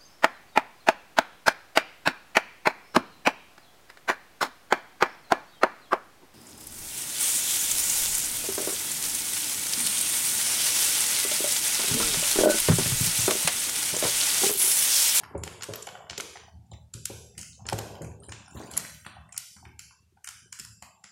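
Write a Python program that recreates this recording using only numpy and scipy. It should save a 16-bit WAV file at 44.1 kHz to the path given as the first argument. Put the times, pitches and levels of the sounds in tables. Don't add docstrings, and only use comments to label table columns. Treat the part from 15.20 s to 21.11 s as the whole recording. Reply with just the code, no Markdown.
import sys
import numpy as np
from scipy import signal
from scipy.fft import rfft, irfft
from scipy.io import wavfile
from scipy.ndimage import uniform_filter1d

SR = 44100
rng = np.random.default_rng(int(sys.argv[2]) if len(sys.argv) > 2 else 0)


def natural_amplitude(level_db):
    exponent = np.asarray(level_db, float) / 20
    return 10 ** exponent


def to_wav(sig):
    pcm = np.clip(np.atleast_2d(sig), -1, 1) * 32767
    pcm = np.round(pcm).astype(np.int16)
    wavfile.write(sys.argv[1], SR, pcm.T)


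N = 260631

# (frequency [Hz], level per Hz [dB])
ROOM_HISS = [(110, -40), (180, -4.5), (283, -9), (383, 3.5), (769, -11.5), (845, -10), (928, -6),
             (1140, -7), (1410, -6.5), (1670, -8.5), (4700, -10), (6470, -9), (11400, -14.5),
             (15400, -26.5), (16300, -51)]
# (time [s], weight [dB], time to fade 20 dB [s])
LEANING_HANDS = [(.02, -53.5, 0.23), (0.139, -34, 0.3), (0.481, -38.5, 0.09), (0.898, -38.5, 0),
                 (1.069, -57, 0.4), (1.202, -53, 0.33), (1.33, -49.5, 0.4), (1.508, -44.5, 0.25),
                 (1.727, -41, 0.18), (1.896, -42.5, 0.42), (2.159, -46, 0.3), (2.38, -45, 1),
                 (2.52, -33, 0.14), (2.8, -37, 0.24), (3.069, -43.5, 0.1), (3.34, -36, -0.5),
                 (3.69, -53.5, 0.6), (3.95, -48, 0.53), (4.18, -55.5, -0.28), (4.442, -53.5, 0.54),
                 (4.77, -65.5, 3.3), (5.049, -61, .3), (5.199, -62, 0.16), (5.401, -49, 0.25),
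                 (5.6, -63, -1.5), (5.831, -68, -4)]
# (start [s], length [s], pressure [dB], dryness [dB])
SKIN_SLIDES = [(0, 0.17, -46, -33), (0.254, 0.31, -50.5, -21), (0.51, 0.55, -48.5, -19),
               (0.99, 0.31, -60.5, 10.5), (2.182, 0.15, -62.5, 17), (2.416, 0.18, -45.5, -23),
               (2.614, 0.21, -44, -14), (2.859, 0.25, -50, -26), (3.203, 0.073, -57, -3.5),
               (3.348, 0.25, -43, -3.5), (3.645, 0.21, -62, 17), (4.395, 0.059, -48.5, -22.5),
               (1.52, 0.041, -52.5, 3), (1.766, 0.12, -53, -21), (4.146, .1, -53, -27),
               (5.301, 0.17, -60.5, -21.5), (2.292, 0.076, -60, -21), (3.612, 0.031, -53, -24.5),
               (0.05, 0.053, -74, -4), (3.358, 0.31, -67, 9.5)]
# (frequency [Hz], level [dB], t60 [s])
BOARD_MODES = [(80.9, -3.5, 0.31), (110.6, -2.5, 0.29), (155.8, -1.5, 0.15), (218.6, -13.5, 0.19),
               (354.5, -3.5, 0.065), (408.3, -2.5, 0.095), (547, 1.5, 0.083), (732, -9, 0.043),
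               (790, -2.5, 0.027), (1060, -26.5, 0.054)]
# (time [s], strength [dB], length [ms])
LIGHT_TAPS = [(.012, -32, 3.2), (.752, -31.5, 8.9), (.805, -38.5, 6.1), (1.156, -30, 8.4),
              (1.284, -33, 2.9), (2.392, -42, 8.5), (3.566, -51.5, 5.1), (3.969, -33.5, 6.2),
              (4.428, -39, 5), (4.452, -43.5, 3), (5.449, -36, 4.6), (3.28, -42.5, 7.6), (4.124, -34.5, 4),
              (4.709, -45.5, 6), (4.97, -40, 8.2), (5.074, -49, 4.6), (5.089, -47, 7.7)]
# (time [s], strength [dB], share in the high modes [dB], length [ms])
BOARD_BUMPS = [(.142, -34, -20, 9.5), (0.152, -13.5, -7, 2.9), (.27, -35.5, 3, 6.2),
               (.488, -26.5, -24, 7.1), (0.672, -43, 13, 8.6), (0.906, -40, 7, 4.5),
               (0.979, -34.5, -1, 10.4), (1.516, -46, 10.5, 9.1), (1.744, -38.5, -10.5, 7.6),
               (1.769, -39, -16, 2.6), (1.901, -25.5, -13, 4.8), (2.187, -39, 3, 4.3),
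               (2.451, -62, -1, 9.5), (2.527, -13.5, 5, 3.4), (2.589, -29, -3, 2.9), (2.766, -33, -26, 2.1),
               (2.812, -25, -16, 3.76), (3.086, -28, -25, 2.6), (3.206, -39, -22, 4),
               (3.346, -35.5, -15, 4.4), (3.45, -55, -12, 3), (3.863, -33, -2, 3.95),
               (4.364, -38.5, -18, 6.9), (5.395, -41.5, -27, 5.2), (5.625, -36.5, 3, 4.7),
               (5.845, -36.5, -9.5, 7.1)]
# (centre [Hz], width [Hz])
CRACK_BANDS = [(1310, 1970), (3150, 3000), (9700, 4500), (6560, 2380)]
# (centre [Hz], width [Hz], level [dB])
BRASS_BANDS = [(1414, 223, -1.5), (2040, 38, -22.5), (3020, 336, -4), (4330, 660, -5), (5080, 990, -5),
               (7170, 130, -8), (8970, 260, -4), (10740, 550, -11)]
# (time [s], strength [dB], edge of nail [dB])
FINGER_KNOCKS = [(.0341, -33, -23), (0.152, -38, -31), (.7526, -33.5, -27.5), (0.9309, -31.5, -29),
                 (1.0001, -23, -11), (1.1328, -42, -11), (1.1572, -43, -30), (1.286, -43, -5.5),
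                 (1.536, -48, -7), (2.1519, -42, -7), (2.753, -43.5, 0.5), (2.8462, -41, -2.5),
                 (3.034, -49.5, 9), (3.0648, -52, -10), (3.0909, -47, 1), (3.2797, -45, -4),
                 (3.5641, -36, -10), (3.8483, -35, -39), (3.9144, -62, -17), (4.0911, -41.5, -4),
                 (4.3653, -41.5, -3.5), (4.4524, -42, -2), (4.7084, -42.5, -10), (4.9714, -43, -6.5),
                 (5.2794, -41, -14)]
# (time [s], strength [dB], share in the board [dB], share in the switch body [dB])
STRAND_BRUSHES = [(.040, -34.5, -2.5, -5.5), (.050, -39, -14, -4), (0.061, -44, -7, -7),
                  (.433, -24, -13, -5), (.688, -36.5, -13, 3), (0.775, -40, -21, -4), (.868, -46, 2, 2),
                  (1.5348, -43, -13, -3.5), (2.59, -27, -22, -9), (2.765, -36.5, -11, -16),
                  (2.917, -41, -4.5, -9), (3.024, -47, -6, -12), (3.094, -35.5, -12, -7.5),
                  (3.575, -20.5, -19, -14), (3.602, -30, -17, -10.5), (4.203, -45, -16, -9),
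                  (5.109, -37, -15, -11.5), (5.389, -28, -12, -12), (5.401, -38, -10, -12)]
# (time [s], strength [dB], share in the board [dB], share in the switch body [dB])
SCREW_CONTACTS = [(.179, -34.5, -27, -38), (.2359, -22.5, -10.5, -11), (.4234, -28, -13, -2),
                  (.536, -24, -19, -6.5), (.5567, -30.5, -7, -11), (.6719, -33, -6, -1.5),
                  (1.0066, -23, -61, -6.5), (1.7389, -27, -12.5, -10), (1.8548, -12, -34, -17),
                  (2.1789, -27.5, -22.5, -8), (2.488, -23, -8.5, 1), (2.4978, -28.5, -1.5, -8),
                  (2.5293, -22.5, -4.5, -7.5), (2.5879, -27, -7, -6), (3.0495, -39, -39, -14),
                  (3.3094, -33, -9, -30), (3.3737, -35, -5, -11), (3.5135, -28, -13.5, -15.5),
                  (3.5689, -25, -14.5, -11), (3.5759, -11, -23, -23), (3.6494, -37, 5.5, -14),
                  (3.6967, -33, -6, -18), (4.1242, -29.5, -13.5, -11), (4.1774, -12.5, -32.5, -19.5),
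                  (4.5925, -26, -18.5, -10.5), (5.0438, -26, -12.5, -17.5), (5.3966, -23.5, -19, -11.5),
                  (5.449, -30, -7, -14), (5.6239, -29, -10, -13)]
# (time [s], strength [dB], share in the board [dB], share in the switch body [dB])
WIRE_SLIPS = [(.2764, -31.5, -2, -1.5), (.4095, -28.5, -7.5, -10), (.440, -22.5, -11, -21),
              (.626, -24.5, -19, -27), (.8976, -25, -15, -2), (.9079, -24.5, -11, -13.5),
              (.9782, -18.5, -40, -6.5), (1.1706, -35.5, 1, -4), (1.4651, -49, -44, -55),
              (1.5162, -36, -21.5, -5.5), (2.1909, -24.5, -50, -59), (2.2128, -21.5, -22.5, -37.5),
              (2.2293, -27.5, -14, -15.5), (2.4547, -32.5, -9, -9), (2.4672, -26.5, -19.5, -13.5),
              (2.5816, -27, -16, -18.5), (2.8199, -33, -18, -16.5), (3.1215, -24.5, -7, -12.5),
              (3.5366, -25.5, -23, -10), (3.5966, -28, -9, -13), (3.8645, -37, 8.5, -19.5),
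              (4.144, -32.5, -11.5, -8), (4.1653, -25.5, -13, -15), (5.0235, -51, -15, -3),
              (5.0742, -21.5, -17.5, -17.5), (5.0884, -20, -17, -27), (5.3265, -20.5, -19, -15),
              (5.8408, -28.5, -12, -11.5)]
# (time [s], strength [dB], lower ring [Hz],
# upper ring [Hz], upper share [dB])
CONTACT_RINGS = [(0.1776, -42.5, 7000, 9460, -5), (0.2365, -25, 7120, 8650, -11.5),
                 (0.4222, -24.5, 6960, 9260, -21), (0.536, -42, 7180, 9050, -7),
                 (0.558, -39, 5800, 12150, 3.5), (0.624, -29.5, 7170, 9030, -10),
                 (0.6692, -29.5, 7030, 11000, -10.5), (0.898, -34, 5900, 9060, -10),
                 (0.9807, -25.5, 7060, 12400, -18.5), (1.0055, -22, 6310, 9100, -11),
                 (1.5146, -36.5, 7300, 8500, -26), (1.7375, -29, 7210, 10860, -13),
                 (1.8566, -21, 7400, 11060, -13), (2.18, -28.5, 8200, 9460, -10),
                 (2.466, -34.5, 7100, 8300, -12), (2.466, -35, 7170, 9850, -10),
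                 (2.486, -32.5, 5840, 8600, -6.5), (2.5287, -28, 8190, 8840, -13.5),
                 (2.5865, -30, 6940, 9300, -9), (2.5879, -26, 7000, 11940, -9),
                 (2.82, -36.5, 6970, 8430, -8.5), (3.119, -32.5, 6860, 8890, -11),
                 (3.374, -36, 7050, 9500, -16), (3.5126, -36.5, 7200, 10870, -5),
                 (3.5756, -26, 6250, 11600, 4), (3.5685, -25, 6800, 10900, 0),
                 (3.5755, -13, 7150, 10750, -1.5), (3.8645, -38, 7220, 9160, -3),
                 (4.127, -34, 7340, 9340, -10), (4.164, -29.5, 6800, 9200, -14),
                 (4.1776, -23.5, 7440, 9850, -2), (4.5925, -32.5, 7350, 10760, -11.5),
                 (5.0436, -34.5, 6020, 10300, -9), (5.0724, -31, 7360, 9200, -6),
                 (5.3242, -35, 6900, 9100, -9), (5.4006, -28, 5170, 8900, -23),
                 (5.3985, -30, 7160, 9550, -17), (5.6235, -33.5, 7090, 11080, -18),
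                 (5.8396, -37, 7140, 10700, -11),
                 (0.034, -38.5, 5450, 11600, -8), (0.4333, -32, 7100, 8750, -16),
                (0.4396, -29, 8370, 9400, -9), (1.4651, -47, 7190, 9830, -29),
                (1.5369, -45, 7170, 8620, -32), (2.4974, -27.5, 5330, 10980, -6.5),
                (2.7635, -48, 5160, 9780, -11), (2.8457, -44, 5070, 9500, -4),
                (3.0011, -48.5, 8540, 8570, -3.5), (3.0254, -42.5, 7360, 9300, -5),
                (3.04, -40.5, 7310, 9050, -2), (3.0495, -44, 7400, 9200, -5), (3.065, -44, 8200, 9150, -2),
                (3.0855, -46.5, 8500, 8660, 2), (3.0929, -38.5, 6860, 9050, -7),
                (3.2804, -42.5, 5140, 9300, -9), (3.3094, -49, 7230, 9210, -30),
                (3.345, -50.5, 7370, 9100, -9), (3.4266, -45, 7430, 8740, -21),
                (3.4594, -38, 7100, 9900, -14), (4.09, -58, 7400, 8500, 7), (5.0884, -40, 6900, 9600, -21),
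                (5.449, -35, 5400, 10800, -9)]
# (time [s], strength [dB], pitch [Hz], length [ms])
STRAND_GRAZES = [(.036, -36.5, 6500, .8), (.037, -38, 3000, 0.92), (.179, -39, 5300, 1),
                 (.180, -38, 3000, 1.2), (.180, -42.5, 10700, .6), (5.40, -39, 600, 5), (4.19, -42, 350, 7),
                 (1.003, -30, 1920, 1.7), (1.158, -26, 1980, 1.8), (1.235, -28, 810, 3.3),
                 (1.465, -37.5, 5400, 2.5), (1.466, -37, 7200, 1.8), (5.45, -37, 2100, 1),
                 (4.39, -40, 380, 7), (2.14, -47, 800, 4), (2.196, -41.5, 400, 6), (2.234, -42, 1040, 4),
                 (2.821, -42.5, 4730, 0.48), (2.821, -36, 9600, .6), (2.82, -41, 11630, 0.56),
                 (2.846, -40, 2450, 1), (2.846, -41, 5800, .6), (2.915, -37, 3000, 1.5),
                 (2.985, -39, 3100, 1.5), (3.002, -39, 7000, 1.5), (3.002, -42, 9800, 1.5),
                 (3.032, -44, 5500, 0.57), (3.032, -40, 10770, 1), (3.05, -37, 2440, 2),
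                 (3.095, -36, 5730, .6), (3.095, -42, 11000, 0.67), (3.283, -35, 9280, .8),
                 (3.30, -43, 10400, 1), (3.343, -41, 4000, 1), (3.343, -40, 5750, .6),
                 (3.376, -42, 2600, 1.1), (3.262, -38, 5500, .5), (3.425, -43, 9200, .6),
                 (2.817, -35, 1900, .7), (3.47, -44, 6000, .5), (3.475, -37, 2500, 0.55),
                 (4.092, -43.5, 3010, 1.7), (4.125, -44, 800, 3.7), (4.365, -44, 546, 5),
                 (4.452, -35.5, 1420, 2.5), (4.699, -40, 2800, 0.84), (5.044, -42, 700, 4.6),
                 (5.075, -39, 2450, 2.2), (5.075, -38, 1390, 2.5), (5.40, -34, 2200, 1)]
# (frequency [Hz], time [s])
CLOSE_TIMES = [(100, 0.12), (500, 0.47), (1500, 0.25), (3500, 0.3), (7000, 0.27), (9500, 0.21),
               (13200, 0.12), (16000, 0.12)]
# (centre [Hz], width [Hz], extra share of time [1])
LINGERING_BANDS = [(1116, 40, 0.076), (1450, 120, 0.42), (2600, 100, 0.47), (3700, 190, -0.09),
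                   (1820, 90, -.35), (8130, 200, -0.49), (10300, 200, -0.53), (4080, 250, -.25),
                   (5700, 60, 0.12), (7160, 650, -0.048), (11600, 1300, 0.41), (15600, 350, 1.2)]


def unit(x):
    return x / np.sqrt(np.mean(x ** 2))


def band(x, hz, width):
    edges = [hz - width / 2, hz + width / 2]
    return signal.sosfilt(signal.butter(2, edges, "bandpass", fs=SR, output="sos"), x)


def burst(x, ms, rise_ms, edge):
    t_ms = np.arange(len(x)) / SR * 1000
    return x * (1 - np.exp(-t_ms / rise_ms)) * np.exp(-(t_ms / max(ms, .3)) ** edge)


def even(x, size):
    power = np.sum(x ** 2)
    limit = 1.5 * uniform_filter1d(np.abs(x) + 1e-9, size=9)
    for _ in range(4):
        z = rfft(x)
        z = z * np.sqrt(power / uniform_filter1d(np.abs(z) ** 2 + 1e-12, size=size))
        x = np.clip(irfft(z, len(x)), -limit, limit)
    return x


def add(out, s, x):
    i = max(int(s * SR), 0)
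    out[i:i + len(x)] += x[:N - i]


def swell(s, hold_s, rise_s, fade_s):
    t = np.arange(N) / SR - s
    rise = np.clip(t / max(rise_s, .002), 0, 1) ** 2
    return rise * natural_amplitude(-20 * np.maximum(t - rise_s - hold_s, 0) / max(fade_s, .02))


def ring(x, modes):
    out = 0
    for hz, db, t60 in modes:
        pole = np.exp(2j * np.pi * hz / SR - np.log(1000) / (t60 * SR))
        out = out + natural_amplitude(db) * signal.lfilter([1], [1, -pole], x).imag
    return out


def room():
    hz, db = np.transpose(ROOM_HISS)
    bins = np.arange(N // 2 + 1) * SR / N + 1
    colour = natural_amplitude(np.interp(np.log(bins), np.log(hz), db))
    return natural_amplitude(-43) * unit(irfft(rfft(rng.standard_normal(N)) * colour, N))


def hands():
    rest_db, lean_rise_s, lean_hold_s = -71.5, 0.017, 0.0065
    slide_rise_s, slide_fade_s = 0.13, 0.11
    rumble = unit(band(ring(rng.standard_normal(N), BOARD_MODES[:3]), 75, 149))
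    weight = natural_amplitude(rest_db)
    for s, db, fade_s in LEANING_HANDS:
        weight = weight + natural_amplitude(db) * swell(s, lean_hold_s, lean_rise_s, fade_s)

    noise = rng.standard_normal((2, N))
    grain_size = np.minimum(rng.exponential(size=(2, N // 64 + 1)), 4)
    grains = noise * natural_amplitude(1.8 * np.repeat(grain_size, 64, axis=1)[:, :N])
    dull = unit(band(grains[0], 467, 917))
    bright = unit(band(grains[1], 5700, 8200))
    skin = np.zeros(N)
    for s, hold_s, db, dry_db in SKIN_SLIDES:
        pressure = natural_amplitude(db) * swell(s - slide_rise_s, hold_s, slide_rise_s, slide_fade_s)
        skin += pressure * (dull + natural_amplitude(dry_db) * bright)
    return rumble * weight + skin


def thuds():
    tap_mid_db, jolt_db, jolt_ms = -26.5, 2, 7
    low, middle, high = 0, 1, 2
    pushes = []  # (time, length ms, (lane, dB), ...)
    for s, db, high_db, ms in BOARD_BUMPS:
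        pushes.append((s, ms, (middle, 0.67 * db - 25.0), (high, 0.79 * (db + high_db) - 17.0)))
    for s, db, ms in LIGHT_TAPS:
        pushes.append((s, ms, (middle, 1.3 * (db + tap_mid_db) - 25.5), (high, 0.85 * db - 15.5)))
    for s, db, _ in LEANING_HANDS:
        pushes.append((s, jolt_ms, (low, 0.95 * (db + jolt_db) - 39.0)))

    lanes = np.zeros((3, N))
    for (s, ms, *parts), grit in zip(pushes, rng.standard_normal((len(pushes), 3000))):
        push = burst(0.18 + grit, ms, rise_ms=2.67, edge=1.8) / np.sqrt(ms)
        for lane, db in parts:
            add(lanes[lane], s - .003, natural_amplitude(db) * (push if lane == low else even(push, size=9)))
    board = ring(lanes[low], BOARD_MODES[:3])
    return board + ring(lanes[middle], BOARD_MODES[3:7]) + ring(lanes[high], BOARD_MODES[7:])


def ticks():
    screw_brass_db, wire_brass_db, strand_brass_db = -7.5, -14.5, -7.0
    hard_brass = 0.28
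    knock_db, knock_brass_db, knock_top_db = 1, -0.5, -1.5
    hits = []  # (time, board dB, switch body dB, brass dB, top dB)
    for rows, brass_db in ((SCREW_CONTACTS, screw_brass_db), (WIRE_SLIPS, wire_brass_db)):
        for s, db, board, body in rows:
            hits.append((s, db + board, db + body, db + brass_db + hard_brass * (db + 25.0), db))
    for s, db, edge in FINGER_KNOCKS:
        db = db + knock_db
        nail = db + edge
        hits.append((s, db, nail, nail + knock_brass_db, nail + knock_top_db))
    noise = rng.standard_normal((len(hits), 1500))
    for s, db, board, body in STRAND_BRUSHES:
        hits.append((s, db + board, db + body, db + strand_brass_db, db))
    noise = np.vstack([noise, noise[:len(STRAND_BRUSHES), ::-1]])

    lanes = np.zeros((4, N))
    for (s, *band_db, top_db), grit in zip(hits, noise):
        crack = even(burst(np.sign(grit), ms=2.94, rise_ms=.95, edge=1.9), size=27)
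        for lane, db in zip(lanes, [*band_db, top_db - 6.0]):
            add(lane, s - .0006, natural_amplitude(0.8 * db + 2.0) * crack)
    lanes[2:] *= natural_amplitude(-3.5)
    lanes[1:3] *= -1
    raw = sum(band(lane, hz, w) * np.sqrt(4000 / w) for lane, (hz, w) in zip(lanes, CRACK_BANDS))
    raw = raw - natural_amplitude(-15.5) * band(lanes[2], 14200, 3200)
    return raw + sum(natural_amplitude(db) * band(raw, hz, w) for hz, w, db in BRASS_BANDS)


def pings():
    out, t = np.zeros(N), np.arange(800) / SR
    for s, db, low_hz, high_hz, high_db in CONTACT_RINGS:
        tone = np.sin(2 * np.pi * low_hz * t) + natural_amplitude(high_db + 6.0) * np.sin(2 * np.pi * high_hz * t)
        ms = 2.16 * natural_amplitude(-.15 * (db + 30))
        add(out, s - .0003, natural_amplitude(0.89 * db) * burst(tone, ms, rise_ms=.7, edge=1))
    return out


def grazes():
    out, t = np.zeros(N), np.arange(1500) / SR
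    for s, db, hz, ms in STRAND_GRAZES:
        ms = max(ms, .3)
        tone = np.sin(2 * np.pi * hz * t)
        add(out, s - .0005, natural_amplitude(db) * 2 / ms * burst(tone, ms, rise_ms=ms / 2, edge=1.2))
    return out


def scatter(near):
    t60_s = .25
    t = np.arange(SR // 4) / SR
    echo = unit(rng.standard_normal(len(t))) * natural_amplitude(-60 * t / t60_s) * (t > .002)
    return natural_amplitude(-12) * signal.fftconvolve(near, echo / np.sqrt(np.sum(echo ** 2)))[:N]


def scene():
    near = ticks() + thuds()
    return (near + pings() + grazes() + scatter(near) + hands() + room())[None]


def reducer(x):
    shut_db, knee_db, span_db, low_knee_db = -37, 5.5, 6.5, 1
    widest, start_open, streak_db = 1.177, 0.28, 2.5
    wide_share, wide_lift_db = 0.64, 1.72
    ragged, close_bend, flutter = 0.18, 1.088, 0.043
    size = dict(fs=SR, nperseg=512, noverlap=384)
    hz, t, z = signal.stft(x, **size)
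    hiss = signal.stft(room(), **size)[2]
    learnt = uniform_filter1d(np.mean(np.abs(hiss) ** 2, axis=1), size=3)
    over = uniform_filter1d(np.abs(z) ** 2, size=3, axis=0) / learnt[:, None]
    over_db = uniform_filter1d(np.minimum(10 * np.log10(over + 1e-9), 24), size=5, axis=0)

    around_db = uniform_filter1d(over_db, size=21, axis=0)
    wide_db = (1 - wide_share) * over_db + wide_share * around_db + wide_lift_db
    over_db = np.where(hz[:, None] > 900, wide_db, over_db - low_knee_db)

    err = rng.standard_normal((len(hz), len(t) // 100 + 1))
    err = np.repeat(err, repeats=100, axis=1)[:, :len(t)]
    err = unit(uniform_filter1d(uniform_filter1d(err, size=2, axis=0), size=60, axis=1))
    opening = widest * (1 - np.exp(-np.maximum(over_db - knee_db, 0) / span_db))
    kick = opening * np.minimum(natural_amplitude(streak_db * err), 1.2)
    kick[:, 0] = start_open * natural_amplitude(streak_db * err[:, 0])

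    close_s = np.interp(hz, *np.transpose(CLOSE_TIMES)) * np.exp(ragged * rng.standard_normal(len(hz)))
    close_s = close_s * (1 + sum(more * np.exp(-((hz - f) / w) ** 2) for f, w, more in LINGERING_BANDS))
    slide = t / close_s[:, None]
    held = np.maximum.accumulate(kick + slide, axis=1) - slide
    bend = close_bend * np.clip(over, .2, 5) ** -flutter
    gain = np.maximum(np.clip(held, 0, 1) ** bend, natural_amplitude(shut_db))
    return signal.istft(z * gain, **size)[1][:N]


def low_pass(x):
    return signal.sosfilt(signal.butter(12, 16660, fs=SR, output="sos"), x)


def record(dry):
    x = signal.sosfilt(signal.butter(4, 72, "highpass", fs=SR, output="sos"), reducer(dry[0]))
    x = x + natural_amplitude(-80) * band(rng.standard_normal(N), 6600, 13000)
    x = signal.sosfilt(signal.butter(14, 15700, fs=SR, output="sos"), x)
    return low_pass(x[None])


dry = scene()
out = record(dry)
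to_wav(out)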